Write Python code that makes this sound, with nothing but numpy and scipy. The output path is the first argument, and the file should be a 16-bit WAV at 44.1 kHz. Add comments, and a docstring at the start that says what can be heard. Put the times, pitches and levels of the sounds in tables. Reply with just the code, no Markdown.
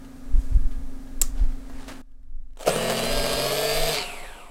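"""In a small room, close by: a hand fiddles with a small model-boat engine, bumping the microphone.
Fingers tap and rustle and a metal part snaps home, over air noise and a faint beating hum.
The background drops; a hand-held electric starter bites and cranks the engine for over a second, gears clacking.
It lets go: the engine groans and clatters to a stop while the freed motor whines down.
Shaped noise gives the contacts and air, resonances the bodies, and speed-locked tones the teeth and motor."""
import sys
import numpy as np
from scipy import signal
from scipy.fft import rfft, irfft
from scipy.io import wavfile
from scipy.ndimage import uniform_filter1d

SR = 44100
rng = np.random.default_rng(int(sys.argv[2]) if len(sys.argv) > 2 else 0)


def to_wav(s):
    """Save 16-bit WAV."""
    ch = np.atleast_2d(s).T  # columns
    pcm = np.round(np.clip(ch, -1, 1) * 32767)  # PCM
    wavfile.write(sys.argv[1], SR, pcm.astype(np.int16))


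N = 198468
TIME = np.arange(N) / SR  # s

# Air noise of the place: (frequency [Hz], level [dB])
AIR_COLOUR = [(41, -48.5), (70, -6), (126, -11.5), (186, -14), (262, -13), (286, -14), (336, -19),
              (541, -19), (1070, -27.5), (1230, -26.5), (3000, -37), (3900, -36.5), (5500, -38),
              (8280, -37.5), (12000, -42.5), (16000, -46)]
AIR_DB = -49
# Two hum tones that beat: (frequency [Hz], rms level [dB])
HUM = [(243.2, -50), (267.5, -47)]
# Faint wavering whines in the room: (frequency [Hz], width [Hz], rms level [dB])
ROOM_WHINES = [(1225, 7, -70.5), (1645, 35, -69.5), (5798, 20, -78)]
# Decay of the room's reflections: (frequency [Hz], 60 dB decay time [s])
ROOM_DECAY = [(200, 0.25), (1000, 0.15), (7000, 0.2), (15000, 0.35)]
HUSH_START = 2.018  # s

# Rumble at the microphone: (frequency [Hz], level [dB])
RUMBLE_COLOUR = [(5.9, -38.5), (10, -2), (20, 7.5), (29, -15), (41, -7), (59, -23), (120, -38),
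                 (160, -56.5), (260, -120)]
# The microphone sways in the hand: (time [s], level [dB], rise [s], fade [s])
SWAYS = [(.34, -16.5, 0.038, 0.071), (.55, -12, 0.075, .13), (.82, -23, 0.089, 0.15),
         (1.28, -22, 0.1, 0.16), (1.44, -14.5, 0.06, 0.06), (1.74, -26, 0.078, 0.085),
         (2.38, -29, 0.15, .12), (3.16, -19, 0.045, 0.067), (3.34, -27.5, 0.047, 0.1),
         (3.82, -24, 0.084, .05), (4.25, -39, 0.16, 0.17)]
SWAY_FLOOR_DB = -41.5
# Low knocks on the microphone: (time [s], level [dB], half-length [s])
KNOCKS = [(0.351, -7.5, 0.012), (0.388, -11, 0.0075), (0.44, -21, .008), (0.524, -13, 0.005),
          (0.556, -7.5, 0.0074), (0.574, -13, 0.0038), (0.625, -15, .008), (0.664, -11, .015),
          (0.785, -25, 0.0058), (1.224, -19, .012), (1.419, -8, 0.008)]

# A metal part snaps home and bounces: (time [s], relative level [dB])
SNAP = [(1.2152, -8.5), (1.2164, -22), (1.2181, -15.5), (1.2200, -13.5)]
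# Bright contact of the snap: (frequency [Hz], level [dB])
SNAP_COLOUR = [(410, -50), (700, -18.5), (1560, -22), (3940, -16), (4920, -18.5), (5540, -10), (6150, -16),
               (7890, 3.5), (9230, -18), (10300, -6.5), (10900, -20), (12200, -16.5), (13500, -9.5),
               (14600, -20), (16000, -16.5)]
# Frame ringing under the snap: (frequency [Hz], width [Hz], level [dB])
SNAP_BODY = [(420, 39, -6.5), (540.4, 27, 1), (1260, 60, -4.5), (2094, 82, -8)]
# Longer echo of the snap: (frequency [Hz], level [dB])
SNAP_ECHO = [(410, -30), (700, -10), (934, -18), (1140, -2), (1480, -15.5), (1870, -8.5), (2770, -15.5),
             (7490, -1.5), (12000, -16), (13500, -11), (14600, -20), (16000, -21)]
# Small finger taps: (time [s], relative tick level [dB], relative thud level [dB])
TAPS = [(0.047, -46, -62), (0.163, -51, -65), (0.7133, -50, -56), (1.074, -53, -63), (1.521, -47.5, -62),
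        (1.698, -46, -39), (1.881, -36, -47), (1.99, -62, -46)]
# Tick of a light tap: (frequency [Hz], level [dB])
TICK_COLOUR = [(400, -0.5), (1500, -9.5), (3000, -6), (9000, -16), (15000, -20.5)]
# Thud of the tapped frame: (frequency [Hz], level [dB])
THUD_COLOUR = [(250, -13.5), (540, 1), (800, -9), (1300, -14), (2500, -25), (5000, -50)]
# Sleeve and hand rub: (time [s], relative level [dB], rise [s], fade [s])
RUBS = [(.04, -61, 0.017, 0.018), (.36, -58, 0.017, .15), (.54, -57, .08, 0.027), (.72, -54, .01, 0.035),
        (1.378, -47.5, 0.029, 0.12), (1.82, -46, 0.098, 0.065), (1.89, -37.5, 0.011, 0.057)]
# Rustle of the rub: (frequency [Hz], level [dB])
RUSTLE_COLOUR = [(180, -12.5), (300, -2.5), (870, -5.5), (1030, -7.5), (1320, -7), (3130, -14.5),
                 (4400, -16.5), (5500, -19), (9090, -21), (16000, -42.5)]
# A sleeve swishes past: (time [s], level [dB], rise [s], fade [s])
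SWISH = (0.42, -56.5, 0.06, .17)
# Tone of the swish: (frequency [Hz], level [dB])
SWISH_COLOUR = [(1500, -14.5), (4000, -3), (8500, 1.5), (12000, -5.5), (16000, -14)]

# Faint ticks as the starter is lined up: (time [s], level [dB])
LINING_UP_TICKS = [(2.118, -64), (2.231, -61), (2.507, -66), (2.534, -60), (2.56, -56)]
# The coupling touches, skids and slips under load: (time [s], level [dB], rise [s], fade [s])
SKIDS = [(2.572, -44, .0005, 0.005), (2.594, -47, 0.0058, .006), (2.599, -40, .001, .005),
         (2.609, -34.5, 0.004, 0.011), (2.632, -34.5, 0.0092, 0.0069), (2.671, -24.5, .0007, 0.005),
         (2.678, -25, .0007, .003), (2.692, -26, .0007, .003), (2.9, -26, 0.012, 0.016)]
# Scrape of the skidding coupling: (frequency [Hz], level [dB])
SKID_COLOUR = [(150, -12), (500, 10.5), (900, 6.5), (1800, -4.5), (3200, -3), (5000, -8), (8500, -5.5),
               (11000, -15), (16000, -17)]
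# The starter bites: (time [s], relative level [dB])
JOLTS = [(2.649, -29.5), (2.663, -17), (2.672, -16.5), (2.677, -10.5), (2.681, -13), (2.692, -11.5),
         (2.706, -18), (2.76, -16)]
# Body of the jolts: (frequency [Hz], level [dB])
JOLT_COLOUR = [(88, -56), (150, -5), (286, -12.5), (475, 3.5), (716, 1), (960, -22.5), (1260, -7.5),
               (2020, -24), (3220, -22), (3550, -60), (4080, -21), (9080, -25.5), (16000, -41)]
# The coupling squeals as it takes up the load: (time [s], pitch [Hz], level [dB])
SQUEAL = [(2.69, 7020, -57), (2.705, 7600, -41), (2.725, 8400, -33), (2.745, 9130, -38), (2.76, 9400, -43),
          (2.82, 8900, -49)]

BITE_S, LET_GO_S, FREE_S = 2.664, 3.925, 3.968  # the starter bites, is let go, spins free
BITE_RISE_S = 0.0071
GRIP_S, RELEASE_S = 0.064, 0.028  # the drive tones build up and die away
# Cranking speed: (time [s], tooth rate [teeth/s])
SPEED = [(2.75, 118.8), (2.772, 123.3), (2.8, 126.1), (2.83, 127.0), (2.872, 125.4), (3.024, 129.4),
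         (3.118, 133.4), (3.162, 134.2), (3.292, 133.4), (3.356, 134.4), (3.434, 136.8), (3.506, 141.5),
         (3.564, 144.3), (3.782, 150.8), (3.838, 151.6), (3.89, 153.9), (3.91, 153.6)]
SPIN_UP_HZ_PER_S, BRAKE_HZ_PER_S = 340, 700  # tooth rate gained after the bite, lost after letting go
MID_SPEED_HZ = 135  # tooth rate
TEETH = 9  # per turn of the shaft
BLOW_DECAY = 0.22  # share of a tooth period
# Broad growl of the housing: (frequency [Hz], level [dB])
HOUSING_COLOUR = [(53, -19), (90, -8), (135, -20), (199, -7), (254, -12.5), (305, -3), (433, 1.5),
                  (647, 2.5), (817, -1), (1160, -3.5), (1450, -8.5), (1630, -12.5), (2000, -23),
                  (2600, -31), (4400, -120)]
GROWL_DB, GROWL_DB_PER_OCTAVE = -36.5, -10  # at mid speed; the engine labours less as it frees up
GROWL_FADE_S = 0.07  # the housing falls quiet once the load is off
# Housing resonances: (frequency [Hz], width [Hz], level [dB])
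HOUSING_MODES = [(135, 92, -38), (242.5, 63, -41), (374.5, 25, -38), (435, 35.6, -34), (470, 17, -36),
                 (507.6, 32, -35.5), (588, 33, -33), (634, 27, -38.5), (667.5, 44, -35.5), (752, 58, -44.5),
                 (890, 90, -48.5), (1120, 52, -41.5), (1315, 160, -47), (1614, 106, -43.5),
                 (1740, 190, -45), (2250, 90, -53), (2513, 76, -51.5), (2970, 250, -53.5),
                 (3700, 130, -50.5)]
# Broad colour of the gears: (frequency [Hz], level [dB])
GEAR_COLOUR = [(590, -36), (1000, -14.5), (1160, 5), (1470, -22), (1650, 0), (1910, -6), (2470, 0),
               (4360, -7.5), (4520, -9), (5130, -2.5), (5500, -6.5), (8450, -10), (9490, -8.5),
               (11600, -9.5), (16000, -16.5)]
# Gear-case resonances: (frequency [Hz], width [Hz], level [dB])
GEAR_MODES = [(2485, 78, -3.5), (2960, 120, -8), (3320, 150, -5.5), (3700, 140, -3), (4076, 130, 0.5),
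              (4340, 70, -4.5), (4610, 105, 4), (5020, 280, 3.5), (6010, 180, -9), (6590, 64, -12),
              (8360, 670, 1.5), (8850, 100, -4)]
RATTLE_DB, RATTLE_DB_PER_OCTAVE = -31, 8.5  # at mid speed, before the teeth seat
SEAT_DB, SEAT_S = -7.5, 0.33  # the gear case rings weakly until the teeth have seated
# Buzz of the meshing teeth: (multiple of tooth rate [1], level [dB])
BUZZ = [(13, -1), (19, -7), (23, -3.5), (25, -2), (28, -8), (31, 3.5), (33, -3), (36, -1), (38, -1),
        (40, -2), (64, -8)]
# Standout shaft orders: (multiple of shaft rate [1], level against a plain tooth harmonic [dB],
# slope [dB per octave of speed])
SHAFT_ORDERS = [(9, -1.5, 0), (12, -4.5, -25), (13, -7.5, -15), (16, -1, -50), (27, 0, 22), (30, -6, 0),
                (31, -5, 0), (36, -2, -45), (37, -7, 40), (38, -4, 10), (39, 4, 8), (40, -7, 15),
                (41, -7, 30), (42, -7, 40), (43, -9, 70), (45, 1.5, 0), (48, -1, -20), (60, 2, -20),
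                (108, 0, 10), (117, -2, 0), (126, -8, 0), (135, 4, 15), (153, 0, 40), (171, -4, 15),
                (180, -2, 35), (207, 0, 25), (261, 3, 0), (270, 6, 15), (279, 6.5, 15), (288, 2, 25),
                (297, -4, 0), (306, 2.5, -20), (315, 2.5, 0), (324, 3.5, -5), (333, 6.5, -15), (342, 2, 10),
                (360, 0, -35)]
# Bearing whistles: (multiple of tooth rate [1], level before the shell's gain [dB])
BEARING = [(75.5, -45), (80, -46), (83.5, -44)]
# Gain of the bearing shell: (frequency [Hz], gain [dB])
BEARING_SHELL = [(10200, -12), (11300, 1.5), (12400, -2.5), (13300, -14)]
# Rough whines of the loaded motor: (multiple of tooth rate [1], level up to mid speed [dB])
MOTOR_WHINES = [(21.1, -48), (21.7, -53), (23.1, -47.5), (24.55, -48)]
WHINE_DB_PER_OCTAVE = -20  # above mid speed: they ease as the engine frees up
# Clack of slack teeth: (frequency [Hz], level [dB])
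CLACK_COLOUR = [(590, -44), (1000, -9), (1310, -5), (1910, -9), (2230, 1.5), (3300, -4), (4100, 5),
                (4500, 6), (5830, -12), (8070, -11), (9380, -30), (16000, -37)]
CLATTER_S, CLATTER_DB, CLATTER_RISE_S, CLATTER_FADE_S = 3.982, -26, 0.05, 0.035  # as the engine stops

# The engine groans through its last turns: (time [s], level [dB], rise [s], fade [s])
GROAN = (3.975, -35, 0.022, 0.025)
GROAN_HZ, GROAN_SAG_HZ_PER_S = 460, 700  # from the moment of letting go
# The frame shudders as the engine stops: (time [s], level [dB], rise [s], fade [s])
STOP = (3.99, -38, 0.05, 0.06)
# Whine of the free motor; the drag eases as it slows
COAST_HZ, COAST_SAG_HZ_PER_S, COAST_EASE_HZ_PER_S2 = 3195, 4850, 1200
COAST_DB, COAST_FADE_DB_PER_S = -37.5, 42  # before the case's gain
HISS_DB, HISS_FADE_DB_PER_S = -36.5, 35
WHIRR_DB, WHIRR_FADE_DB_PER_S = -38.5, 21.5  # for each layer's own level to add to
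# Gain of the motor case: (frequency [Hz], gain [dB])
MOTOR_CASE = [(900, 9), (1500, -0.5), (2300, 1), (2800, 1.5), (3300, -2), (4200, -11), (6000, -21)]
# Hiss of the coasting motor: (frequency [Hz], level [dB])
COAST_HISS = [(590, -30), (1000, -9), (1420, -5), (1790, -12), (1960, -8.5), (2410, -2.5), (3460, -10.5),
              (4790, -16), (5830, -20), (6860, -19), (7900, -10), (9200, -18), (10200, -13), (15100, -32),
              (16000, -40)]
# Broad whirr of the coasting motor's body: (frequency [Hz], level [dB])
WHIRR_COLOUR = [(60, -22), (150, -7), (300, -10), (450, -1), (700, 3.5), (950, -1), (1600, -29),
                (2500, -31)]
# Starter body, shaken by the coasting motor: (frequency [Hz], width [Hz], level [dB])
MOTOR_BODY = [(427, 32, -3.5), (573, 32, -1), (715, 37, 2), (909, 43, 1.5), (1130, 60, -5)]
EDGE_HZ = 15900  # top of the recorder's band


def amp(db):
    """Decibels to gain."""
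    return 10 ** (np.asarray(db) / 20)


def unit(x):
    """Scales to rms 1."""
    return x / np.sqrt(np.mean(x ** 2) + 1e-20)


def curve(rows, axis=1):
    """One column of a table, joined by straight lines in time."""
    rows = np.asarray(rows)
    return np.interp(TIME, rows[:, 0], rows[:, axis])


def read(points, hz):
    """A table's value at any frequency, joined by straight lines on a log scale."""
    f, value = np.transpose(points)
    return np.interp(np.log(hz + 1), np.log(f + 1), value)


def since(s):
    """Seconds gone by since s, zero before."""
    return np.maximum(TIME - s, 0)


def swell(s, db, rise, fade):
    """A level that grows to its peak at s and dies away."""
    return amp(db) * np.exp(-np.maximum((s - TIME) / rise, (TIME - s) / fade))


def swells(rows):
    """The joint level of several swells, added as powers."""
    return np.sqrt(sum(swell(*row) ** 2 for row in rows))


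def noise():
    """White noise."""
    return rng.standard_normal(N)


def drift(hz):
    """Slow chance of rms 1, up to about hz."""
    softened = rfft(noise()) * np.exp(-(np.fft.rfftfreq(N, 1 / SR) / hz) ** 2)
    return unit(irfft(softened, N))


def wander(per_s):
    """Slow chance of rms about 1: random heights joined by straight lines."""
    knots = np.arange(-rng.random() / per_s, TIME[-1] + 1, 1 / per_s)
    return np.interp(TIME, knots, np.sqrt(3 / 2) * rng.standard_normal(len(knots)))


def tint(x, points):
    """Causal minimum-phase filter with the given spectrum and unit energy."""
    db = np.maximum(read(points, abs(np.fft.fftfreq(8192, 1 / SR))), -100)
    log_gain = np.log(amp(db))
    taps = np.fft.ifft(np.exp(np.conj(signal.hilbert(log_gain)))).real[:4096]
    return signal.oaconvolve(x, taps / np.linalg.norm(taps))[:len(x)]


def ring(x, modes):
    """Excites a bank of decaying resonances; wider ones die sooner."""
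    t = TIME[:SR // 4]
    impulse = np.zeros(len(t))
    for hz, width, db in modes:
        decay = np.exp(-np.pi * width * t)
        impulse += amp(db) * np.sqrt(width) * decay * np.sin(2 * np.pi * hz * t)
    return signal.oaconvolve(x, impulse / np.linalg.norm(impulse))[:N]


def response(modes, hz):
    """Gain of a bank of resonances at the given frequencies."""
    power = 0
    for centre, width, db in modes:
        power = power + (amp(db) / (1 + ((hz - centre) / (width * 0.56)) ** 2)) ** 2
    return np.sqrt(power)


def bursts(rows, decay):
    """A short dying burst of contact noise at each time and level; decay in seconds."""
    hits = np.zeros(N)
    for s, db in rows:
        hits[round(s * SR)] += amp(db)
    return signal.lfilter([1], [1, -np.exp(-1 / (decay * SR))], hits) * noise()


def whistle(hz, width_hz):
    """A rough tone of rms 1 that follows a pitch curve."""
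    angle = 2 * np.pi * np.cumsum(hz) / SR
    return drift(width_hz) * np.cos(angle) + drift(width_hz) * np.sin(angle)


def room(x, wet_db):
    """The sound plus a short tail of sparse reflections, each frequency dying at its own rate."""
    count = SR // 2
    sparse = rng.random(count) < 4000 / SR  # about 4000 reflections per second
    taps = rng.choice([-1., 1.], count) * sparse * (TIME[:count] > 0.003)
    hz, t, z = signal.stft(taps, SR, nperseg=256)
    decay = amp(-60 * t / read(ROOM_DECAY, hz)[:, None])
    tail = signal.istft(z * decay, SR, nperseg=256)[1]
    return x + amp(wet_db) * signal.fftconvolve(x, tail / np.linalg.norm(tail))[:N]


def room_tone():
    """Steady air noise, a beating hum of two close tones and faint wavering whines."""
    hum = np.zeros(N)
    for hz, db in HUM:
        hum += amp(db) * np.sin(2 * np.pi * (hz * TIME + rng.random()) + 0.071 * drift(6))
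    whines = sum(amp(db) * whistle(np.full(N, hz), width) for hz, width, db in ROOM_WHINES)
    air = amp(AIR_DB) * unit(tint(noise(), AIR_COLOUR))
    return np.sqrt(2) * hum + whines + air


def handling():
    """Low rumble and soft pushes on the microphone body."""
    hz = np.fft.rfftfreq(N, 1 / SR)
    spectrum = rfft(noise()) * amp(read(RUMBLE_COLOUR, hz)) * (hz < RUMBLE_COLOUR[-1][0])
    sway = signal.hilbert(irfft(spectrum, N))
    evened = unit(sway.real / np.sqrt(np.hypot(abs(sway), sway.std() / 2)))  # milder peaks and gaps
    out = evened * np.hypot(swells(SWAYS), amp(SWAY_FLOOR_DB))
    for s, db, length in KNOCKS:
        u = (TIME - s) / length
        out += amp(db) * (1 - u ** 2) / (1 + u ** 2 / 3) ** 3  # a push with a dip on either side
    return out


def metal_snap():
    """Contact bursts of a part snapping home, the frame ringing under them and a longer echo."""
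    strikes = bursts(SNAP, decay=0.0013)
    contact = amp(2.5) * tint(strikes, SNAP_COLOUR)
    frame = amp(-19.5) * ring(strikes, SNAP_BODY)
    echo = tint(bursts([(SNAP[-1][0], -34)], decay=0.034), SNAP_ECHO)
    return contact + frame + echo


def fingers():
    """Small taps as ticks and thuds in the room, and the gritty noise of a rubbing, swishing sleeve."""
    ticks = tint(bursts([(s, db) for s, db, _ in TAPS], decay=0.0037), TICK_COLOUR)
    thuds = tint(bursts([(s, db) for s, _, db in TAPS], decay=0.0037), THUD_COLOUR)
    taps = room(amp(-1) * ticks + thuds, wet_db=1.5)
    rub_grit = noise() * amp(1.5 * drift(200))
    rub = amp(-1) * unit(tint(rub_grit, RUSTLE_COLOUR)) * swells(RUBS)
    swish_grit = noise() * amp(2.48 * drift(156))
    swish = unit(tint(swish_grit, SWISH_COLOUR)) * swell(*SWISH)
    return taps + rub + swish


def take_up():
    """The coupling ticks and skids in short scrapes, then jolts and squeals as the starter bites."""
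    grit = noise() * amp(2.8 * drift(294))
    skid = unit(tint(grit, SKID_COLOUR)) * swells(SKIDS)
    ticks = tint(bursts(LINING_UP_TICKS, decay=0.0018), TICK_COLOUR)
    sounding = (TIME > SQUEAL[0][0]) * (TIME < SQUEAL[-1][0])
    squeal = whistle(curve(SQUEAL), width_hz=480) * amp(curve(SQUEAL, axis=2)) * sounding
    jolts = amp(-2) * tint(bursts(JOLTS, decay=0.004), JOLT_COLOUR)
    return skid + ticks + squeal + jolts


def groan():
    """A short, unsteady falling tone as the engine brakes."""
    hz = np.maximum(GROAN_HZ - GROAN_SAG_HZ_PER_S * since(LET_GO_S), 100)
    return swell(*GROAN) * np.sqrt(2) * np.sin(2 * np.pi * np.cumsum(hz + 9 * wander(60)) / SR)


def coast_whine(shake_db):
    """Whine, near-octave and shaft tone of the free motor fall through the case resonance."""
    t = TIME - FREE_S
    hz = np.clip(COAST_HZ - COAST_SAG_HZ_PER_S * t + COAST_EASE_HZ_PER_S2 * t ** 2, 100, 5000)
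    whine = whistle(hz, width_hz=200) * amp(read(MOTOR_CASE, hz))
    octave_level = amp(-1.5 + read(MOTOR_CASE, 2 * hz) + shake_db * wander(35))
    octave = whistle(2.05 * hz, width_hz=270) * octave_level
    shaft = amp(-19) * whistle(hz / 13, width_hz=10)
    return whine + octave + shaft


def run_down(shake_db=2):
    """The freed motor whines, hisses and shakes its body as it coasts; the frame shudders at the stop."""
    coasting = since(FREE_S)
    whine_level = amp(COAST_DB - COAST_FADE_DB_PER_S * coasting) * (1 - np.exp(-coasting / RELEASE_S))
    whine = coast_whine(shake_db) * whine_level
    hiss = unit(tint(noise(), COAST_HISS)) * amp(HISS_DB - HISS_FADE_DB_PER_S * coasting)
    wash = amp(-5) * unit(tint(noise(), WHIRR_COLOUR))
    body = amp(-2) * unit(ring(noise(), MOTOR_BODY))
    whirr = (wash + body) * amp(WHIRR_DB - WHIRR_FADE_DB_PER_S * coasting + shake_db * wander(50))
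    freed = np.interp(TIME, [LET_GO_S, FREE_S], [0, 1])
    shudder = swell(*STOP) * unit(ring(noise(), MOTOR_BODY))
    return (whine + hiss + whirr) * freed + shudder


def tooth_rate():
    """Teeth per second: spins up, cranks ever more freely and brakes once let go, never below 50."""
    early = np.maximum(SPEED[0][0] - TIME, 0)
    hz = curve(SPEED) - SPIN_UP_HZ_PER_S * early - BRAKE_HZ_PER_S * since(LET_GO_S)
    return np.maximum(hz, 50)


def tooth_blows(mesh, spread_db=2.5, rebound=0.17, slide=0.41):
    """Each tooth strikes, rebounds and slides; nine teeth a turn, each with its own strength."""
    tooth, within = mesh.astype(int), mesh % 1
    own = rng.standard_normal(TEETH)[tooth % TEETH]
    chance = rng.standard_normal(tooth[-1] + 1)[tooth]
    strike = np.exp(-within / BLOW_DECAY)
    strike += rebound * np.exp(-((within + 0.5) % 1) / BLOW_DECAY)  # half a tooth later
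    return unit(slide + strike * amp(spread_db * (own + chance) / np.sqrt(2)))


def tooth_buzz(mesh):
    """The repeating part of each tooth blow: harmonics in loose step that waver as the mesh shifts."""
    out = np.zeros(N)
    for k in range(13, 64):
        slip = 0.22 * rng.standard_normal() + 0.05 * wander(30)  # cycles
        level = amp(read(BUZZ, k) + 1.8 * wander(8.2))
        out += level * np.cos(2 * np.pi * (k * mesh + slip))
    return unit(out)


def gear_case(x):
    """The broad colour of the gears plus the resonances of their case."""
    return unit(unit(tint(x, GEAR_COLOUR)) + amp(-3) * unit(ring(x, GEAR_MODES)))


def seating(x):
    """The ringing band of the gear case comes up as the teeth seat."""
    band_filter = signal.butter(2, [3300, 5400], "band", fs=SR, output="sos")
    band = signal.sosfiltfilt(band_filter, x)
    band_gain = amp(SEAT_DB * np.exp(-(since(BITE_S) / SEAT_S) ** 2))
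    return x + band * (band_gain - 1)


def drive_tones(speed, mesh, octaves):
    """Tooth harmonics and shaft sidebands; each swells as the speed carries it through a resonance."""
    hz = np.arange(0, 7000, 2)
    gain = response(HOUSING_MODES, hz) + amp(-51.5) * response(GEAR_MODES, hz)
    orders = {order: -12 for order in range(24, 51)}  # weak sidebands [dB]
    orders.update({TEETH * k: 0 for k in range(1, 39)})  # plain tooth harmonics
    orders.update({order: db + slope * octaves for order, db, slope in SHAFT_ORDERS})
    out = np.zeros(N)
    for order, db in orders.items():
        multiple = order / TEETH
        unsteady = 1 + multiple / 36  # the higher the order, the more it comes and goes
        level = amp(db + 0.95 * unsteady * wander(22)) * np.interp(multiple * speed, hz, gain)
        smear = 0.055 * unsteady ** 2 * wander(80)  # rad
        out += level * np.sin(2 * np.pi * (multiple * mesh + rng.random()) + smear)
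    return np.sqrt(2) * out


def bearing_whistle(speed):
    """Fuzzy whistles ride on the speed and swell where the bearing shell resonates."""
    out = np.zeros(N)
    for multiple, db in BEARING:
        hz = multiple * speed
        out += amp(db + read(BEARING_SHELL, hz)) * whistle(hz, width_hz=540)
    return out


def motor_whine(speed, octaves):
    """Rough whistles of the loaded motor that ride on the speed."""
    whines = sum(amp(db) * whistle(multiple * speed, width_hz=55) for multiple, db in MOTOR_WHINES)
    return amp(WHINE_DB_PER_OCTAVE * np.maximum(octaves, 0)) * whines


def starter():
    """Tooth blows shake the housing and gear case from the bite until the slack teeth clatter to a stop."""
    speed = tooth_rate()
    mesh = np.cumsum(speed * (1 + 0.0012 * drift(25))) / SR  # teeth passed
    octaves = np.log2(curve(SPEED) / MID_SPEED_HZ)
    blows = tooth_blows(mesh)
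    engaged = np.exp(np.minimum(TIME - BITE_S, 0) / BITE_RISE_S)
    engaged *= np.clip((FREE_S - TIME) / RELEASE_S / 2 + 0.5, 0, 1)
    torque = (1 - np.exp(-since(BITE_S) / GRIP_S)) * np.exp(-since(LET_GO_S) / RELEASE_S)

    growl = amp(GROWL_DB + GROWL_DB_PER_OCTAVE * octaves) * unit(tint(blows * noise(), HOUSING_COLOUR))
    growl *= np.exp(-since(LET_GO_S) / GROWL_FADE_S)
    # the contact is a clean buzz in the middle and rough scraping in the treble
    scrape = tint(blows * noise(), [(1200, -1), (2000, -4), (5000, -4), (7000, 0)])
    contact = scrape + 0.39 * unit(tooth_buzz(mesh) * np.sqrt(blows))
    rattle = amp(RATTLE_DB + RATTLE_DB_PER_OCTAVE * octaves) * seating(gear_case(contact))

    drive = seating(drive_tones(speed, mesh, octaves))
    loaded = bearing_whistle(speed) * blows + drive + motor_whine(speed, octaves)
    clatter = unit(tint(blows ** 1.4 * noise(), CLACK_COLOUR))
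    clatter *= swell(CLATTER_S, CLATTER_DB, CLATTER_RISE_S, CLATTER_FADE_S)
    return engaged * (growl + rattle) + torque * loaded + clatter


def scene():
    """Everything close by; room tone and finger sounds drop 21 dB about half a second before the start."""
    hush = uniform_filter1d(amp(-21 * (TIME > HUSH_START)), size=90)
    background = (room_tone() + metal_snap() + fingers()) * hush
    machine = room(take_up() + groan() + run_down() + starter(), wet_db=-9.5)
    return (background + machine + handling())[None]


def record(dry):
    """The recorder's band limit."""
    taps = signal.firwin(511, EDGE_HZ, window=("kaiser", 9), fs=SR)
    return signal.oaconvolve(dry, taps[None], "same")


dry = scene()
out = record(dry)
to_wav(out)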